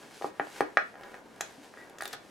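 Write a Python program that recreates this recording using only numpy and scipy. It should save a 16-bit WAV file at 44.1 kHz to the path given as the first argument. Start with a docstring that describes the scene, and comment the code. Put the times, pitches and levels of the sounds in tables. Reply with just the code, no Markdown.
"""A small quiet room: at a wooden desk a hand works close by at paper and a padded book.
Knocks are short swelling tones with a noisy edge; they echo and ring the desk top.
Between them fingers rub and paper hisses, both made of filtered random grains and noise.
Paper snaps are bright noise bursts; a paper edge sings as it drags and glue lets go in tiny clicks.
Presses of the hand wake low tones under the desk, and a steady room tone lies below it all."""
import sys
import numpy as np
from scipy import signal
from scipy.fft import rfft, irfft
from scipy.io import wavfile

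SR = 44100
rng = np.random.default_rng(int(sys.argv[2]) if len(sys.argv) > 2 else 0)


def volts(x):
    """Linear amplitude factor 10**(x/20) for a level x in dB, scalar or array-like."""
    e = np.asarray(x, float) / 20
    return 10 ** e


def wrap_up_sound(samples):
    """Save the sound to the file named by the first command line argument, as 16-bit audio."""
    columns = np.atleast_2d(samples).T
    # keep every value between -1 and 1, then stretch to whole-number steps
    tamed = np.clip(columns, -1, 1)
    steps = np.round(tamed * 32767).astype(np.int16)
    wavfile.write(sys.argv[1], SR, steps)


N = 101430  # length of the scene in samples


def read(points, hz):
    """Looks up a table between its points, with pitch on a log scale."""
    f, value = np.transpose(points)
    return np.interp(np.log(hz + 1), np.log(f + 1), value)


def evened(x):
    """Scales a sound to an average (rms) strength of 1."""
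    return x / np.sqrt(np.mean(x ** 2) + 1e-20)


def colour(x, points):
    """Makes each pitch louder or softer, following a table of (pitch, level)."""
    size = x.shape[-1]
    gain = volts(read(points, np.fft.rfftfreq(size, 1 / SR)))
    return irfft(rfft(x) * gain, size)


def add(mix, s, sound):
    """Mixes a sound in at time s."""
    part = mix[round(s * SR):][:len(sound)]
    part += sound[:len(part)]


def grains(per_s, spread_db):
    """Random single-sample clicks of uneven strength, about per_s of them each second."""
    uneven = volts(spread_db * np.minimum(rng.exponential(1, N), 3))
    present = rng.random(N) < per_s / SR
    return rng.standard_normal(N) * uneven * present


# the tones in which the desk top rings:
# (pitch [Hz], level against the other tones [dB], time to fade by 60 dB [s])
DESK_TONES = [(407.6, 3.5, 0.044), (563, 2.5, 0.047), (692, -11.5, 0.2), (813, 6.5, 0.058),
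              (1012, 8.5, 0.035), (1177, -9, 0.055), (1237, -0.5, 0.11), (1455, -4.5, 0.16),
              (1666, 8, 0.055), (1880, 11, 0.026), (2296, 6.5, 0.042)]


def desk(x):
    """Whatever pushes the desk top rings the same wooden tones, which then fade."""
    t = np.arange(SR // 4) / SR
    ring = sum(volts(db - 60 * t / fade) * np.sin(2 * np.pi * hz * t) for hz, db, fade in DESK_TONES)
    return signal.fftconvolve(x, ring / np.linalg.norm(ring))[:N]


# loudness of the sliding fingers: (time [s], level of the rub [dB], level of the paper hiss [dB])
SLIDE = [(0, -58, -57), (.1, -59.5, -60.5), (0.166, -62, -53.5), (0.2, -80, -55), (0.273, -56, -53.5),
         (0.311, -60.5, -68.5), (0.488, -56, -56), (.58, -51.5, -50), (0.658, -51, -66), (.92, -89, -64.5),
         (0.968, -52, -69), (1.04, -51.5, -63.5), (1.15, -52.5, -62.5), (1.22, -62.5, -69),
         (1.38, -59, -64), (1.45, -54.5, -57), (1.6, -74, -62.5), (1.65, -57, -58), (1.72, -94, -64.5),
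         (1.8, -56, -61), (1.97, -59, -69.5), (2.12, -56, -54.5), (2.17, -58, -66.5), (2.3, -71, -61.5)]
# colour of the rub before the desk rings: (pitch [Hz], relative level [dB per Hz])
RUB_COLOUR = [(200, -10), (400, 3), (800, 2), (1600, 0), (2500, -5.5), (4000, -30.5)]
# colour of the hiss: (pitch [Hz], relative level [dB per Hz])
HISS_COLOUR = [(880, -48), (1500, -9.5), (2250, -10.5), (6760, -16), (11800, -22), (16000, -40)]


def sliding():
    """Small slips of skin on paper: a dull rub into the desk and a fine hiss."""
    s, rub_db, hiss_db = np.transpose(SLIDE)
    t = np.arange(N) / SR
    slips = grains(per_s=3400, spread_db=4.5)
    rub = evened(colour(slips, RUB_COLOUR))
    rub = evened(rub + evened(desk(rub)))  # rub and desk ring in equal parts
    hiss = evened(colour(rng.standard_normal(N) + 0.56 * evened(slips), HISS_COLOUR))
    return volts(np.interp(t, s, rub_db)) * rub + volts(np.interp(t, s, hiss_db)) * hiss


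# colour of the room tone: (pitch [Hz], relative level [dB per Hz])
AIR_COLOUR = [(20, -33), (146, -11), (216, -5.5), (513, -6), (802, -10), (949, -11), (1330, -17.5),
              (2080, -23), (16000, -50.5)]
# how alike the left and right room tones are: (pitch [Hz], likeness [0 to 1])
LIKENESS = [(60, 0.81), (250, 0.75), (1000, 0.77), (4000, 0.48), (15000, 1)]


def air():
    """Steady room tone: filtered noise, partly shared by left and right."""
    level_db = -55
    a, b = rfft(rng.standard_normal((2, N)))
    same = np.clip(read(LIKENESS, np.fft.rfftfreq(N, 1 / SR)), -1, 1)
    right = same * a + np.sqrt(1 - same ** 2) * b
    pair = irfft(np.array([a, right]), N)
    return volts(level_db) * evened(colour(pair, AIR_COLOUR))


# how fast the room falls silent: (pitch [Hz], time to fade by 60 dB [s])
ROOM_FADE = [(250, 0.31), (660, 0.21), (1740, 0.27), (4590, 0.28), (12000, 0.083)]


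def room(x):
    """Scattered reflections of random sign, each pitch range dying at its own speed."""
    start_s, spacing, width = 0.006, 40, 1  # first reflection, samples per reflection, stereo width
    taps = np.zeros((2, SR // 2))
    at = np.arange(round(start_s * SR), SR // 2 - spacing, spacing)
    at = at + rng.integers(0, spacing, (2, len(at)))
    np.put_along_axis(taps, at, rng.choice([-1., 1.], at.shape), 1)
    hz, t, z = signal.stft(taps, SR, nperseg=128)
    fading = volts(-60 * t / read(ROOM_FADE, hz)[:, None])
    mid, side = signal.istft(z * fading, SR, nperseg=128)[1]
    tail = np.array([mid + width * side, mid - width * side])
    return signal.fftconvolve(x[None], tail / np.linalg.norm(tail[0]), axes=1)[:, :N]


# knocks and snaps; the levels are before the gains added below:
# (time [s], low thud [dB], middle knock [dB], high clack [dB], hard edge [dB])
KNOCKS = [(0.2128, -32, -41.5, -66, -83), (0.2219, -39, -37.5, -40.5, -44), (0.2441, -21, -28, -40.5, -72),
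          (0.397, -20.5, -24.5, -25, -54), (.4695, -77, -47.5, -52, -52), (0.6065, -13, -20, -23.5, -37),
          (0.7712, -23.5, -21.5, -14, -27.5), (.955, -48, -49, -48, -59), (.941, -55, -52.5, -51, -71),
          (1.034, -47, -51, -44, -46), (1.1425, -49, -48, -42.5, -50.5), (1.408, -32.5, -34.5, -31.5, -72),
          (1.739, -64, -61, -49, -58), (1.773, -41.5, -48.5, -45, -75), (1.9845, -48, -60, -49, -70),
          (2.0069, -44.5, -45, -34, -54), (2.022, -36.5, -37, -35.5, -44), (2.0552, -43, -42.5, -37.5, -54),
          (2.1325, -44, -46, -40, -64), (2.1365, -34.5, -39.5, -36.5, -56)]
# the three broad tones of a blow on the padded book: (pitch [Hz], cycles to swell [count], gain [dB])
BLOW_TONES = [(414.4, 0.42, 4.5), (779, 0.65, 12.5), (1493, 0.7, 12)]


def blows():
    """Each broad tone swells and dies at once; a high-pass keeps the bass low, as a small microphone would."""
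    out, t = np.zeros(N), np.arange(1500) / SR
    for k, (hz, cycles, gain_db) in enumerate(BLOW_TONES):
        u = t * hz / cycles  # the swell peaks at u = 1
        swell = (u * np.exp(1 - u)) ** 3
        tone = -volts(gain_db) * swell * np.sin(2 * np.pi * hz * t)
        for row in KNOCKS:
            add(out, row[0], volts(row[1 + k]) * tone)
    floor_hz = 339
    return signal.sosfilt(signal.butter(4, floor_hz, "high", fs=SR, output="sos"), out)


# first reflections off the desk top and things near it: (delay [s], level [dB])
ECHOES = [(.00164, -4.5), (.0047, -11.5), (.0085, -11.5)]


def echoed(direct):
    """The knocks together with a few early, softer copies of themselves."""
    out = direct.copy()
    for s, db in ECHOES:
        add(out, s, volts(db) * direct)
    return out


def burst(length):
    """Loudness shape: a quick rise, then a fade that falls to about a third every length seconds."""
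    rise_s = 0.00037
    t = np.arange(2048) / SR
    return np.minimum(t / rise_s, 1) * np.exp(-t / length)


# colour of the hard edge of a knock: (pitch [Hz], relative level [dB per Hz])
CRACK_COLOUR = [(1500, -13.5), (2500, -8), (3600, -10), (5500, -16), (8000, -29.5), (14000, -44)]


def cracks():
    """The hard edge of each knock: a short dull burst of noise."""
    length_s, gain_db = 0.0033, 1.5
    shape = np.zeros(N)
    for row in KNOCKS:
        add(shape, row[0], volts(row[4] + gain_db) * burst(length_s))
    return shape * evened(colour(rng.standard_normal(N), CRACK_COLOUR))


# slow low voices of the air under the desk and its frame:
# (final pitch [Hz], swell time [s], time to fade by 60 dB [s], level against the press [dB])
HOLLOW_TONES = [(315, 0.017, 0.17, 1.5), (179, 0.0045, 0.068, -9.5)]
# presses of the hand that wake the hollow under the desk: (time [s], level [dB])
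PRESSES = [(0.2401, -33.5), (0.3972, -32), (0.6071, -27.5), (1.574, -42.5)]


def hollow():
    """Low tones that build up after a press, climb to pitch and fade."""
    droop, rise_s = 0.284, 0.021  # share by which a tone starts flat, time of its climb
    out, t = np.zeros(N), np.arange(SR // 4) / SR
    bent = t - droop * rise_s * (1 - np.exp(-t / rise_s))
    tone = np.zeros(len(t))
    for hz, swell, fade, db in HOLLOW_TONES:
        build_up = 1 - np.exp(-(t / swell) ** 2)
        tone += volts(db - 60 * t / fade) * build_up * np.sin(2 * np.pi * hz * bent)
    for s, db in PRESSES:
        add(out, s, volts(db) * tone)
    return out


# crisp paper ticks: (time [s], level [dB], fade length [s], pitch that is lifted [Hz])
TICKS = [(0.608, -37, 0.0025, 8500), (1.361, -51, 0.0012, 9100), (1.409, -27, 0.0041, 6570),
         (1.897, -49.5, 0.0026, 10900), (1.985, -43.5, 0.0042, 6750), (2.01, -35.5, 0.0022, 4670),
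         (2.0224, -28.5, 0.00072, 9300), (2.035, -39, 0.002, 6840), (2.0545, -28.5, 0.0026, 3670),
         (2.077, -35, 0.0029, 13300), (2.129, -39, 0.0017, 5040), (2.1304, -35.5, 0.0077, 3400)]
# colour common to all ticks: (pitch [Hz], relative level [dB per Hz])
TICK_COLOUR = [(1500, -10), (2500, -2), (4000, -3), (8000, -8), (13000, -10.5), (16000, -32)]


def ticks():
    """Paper fibres and glue let go in bright bursts, each with its own colour."""
    lift_db, lift_width = 10, 0.12  # the width is a share of the pitch
    out, f = np.zeros(N), np.fft.rfftfreq(2048, 1 / SR)
    for (s, db, length, hz), noise in zip(TICKS, rng.standard_normal((len(TICKS), 2048))):
        lift = volts(lift_db * np.exp(-((f / hz - 1) / lift_width) ** 2))
        bright = evened(colour(irfft(rfft(noise) * lift), TICK_COLOUR))
        add(out, s, volts(db) * burst(length) * bright)
    return out


# a paper edge drags and sings close to one desk tone: (start [s], length [s], level [dB])
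DRAGS = [(1.773, .075, -56), (2.108, .028, -54)]


def drags():
    """Rough noise in a narrow range of pitch while the edge scrapes."""
    pitch_hz, width_hz = 1900, 140
    shape = np.zeros(N)
    for s, length, db in DRAGS:
        add(shape, s, volts(db) * signal.windows.tukey(round(length * SR)))
    off = (np.fft.rfftfreq(N, 1 / SR) - pitch_hz) / width_hz
    narrow = irfft(rfft(rng.standard_normal(N)) / (1 + (2 * off) ** 2), N)
    return shape * evened(narrow)


# glue lets go in dense small grains: (start [s], length [s], level [dB])
PEELS = [(2, 0.1, -56), (2.108, 0.032, -65.5)]
# colour of the parting glue: (pitch [Hz], relative level [dB per Hz])
PEEL_COLOUR = [(1500, -12), (2200, -23), (3550, 1), (4600, -8), (15000, -12)]


def peels():
    """Parting glue: a dense run of tiny uneven clicks."""
    shape = np.zeros(N)
    for s, length, db in PEELS:
        add(shape, s, volts(db) * signal.windows.tukey(round(length * SR), .3))
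    return shape * evened(colour(grains(per_s=3800, spread_db=2.5), PEEL_COLOUR))


def scene():
    """Hand, paper and desk, their room, the hollow under the desk and the room tone."""
    ring_db, room_db = -10.5, -9
    direct = blows()
    knocks = echoed(direct) + volts(ring_db) * desk(direct) + cracks()
    near = knocks + ticks() + sliding() + drags() + peels()
    return near + volts(room_db) * room(near) + hollow() + air()


def low_pass(x):
    """Removes everything above the highest recorded frequency."""
    return signal.sosfilt(signal.butter(12, 16500, fs=SR, output="sos"), x)


# how the microphone pair leans to one side: (pitch [Hz], left over right [dB])
LEAN = [(60, .2), (150, 2.2), (400, 1.4), (1000, .5), (15000, .2)]


def record(dry):
    """A microphone pair that leans a little: half the lean lifts the left, half lowers the right."""
    left_lift = [(hz, db / 2) for hz, db in LEAN]
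    right_cut = [(hz, -db / 2) for hz, db in LEAN]
    pair = np.array([colour(dry[0], left_lift), colour(dry[1], right_cut)])
    return low_pass(pair)


dry = scene()
out = record(dry)
wrap_up_sound(out)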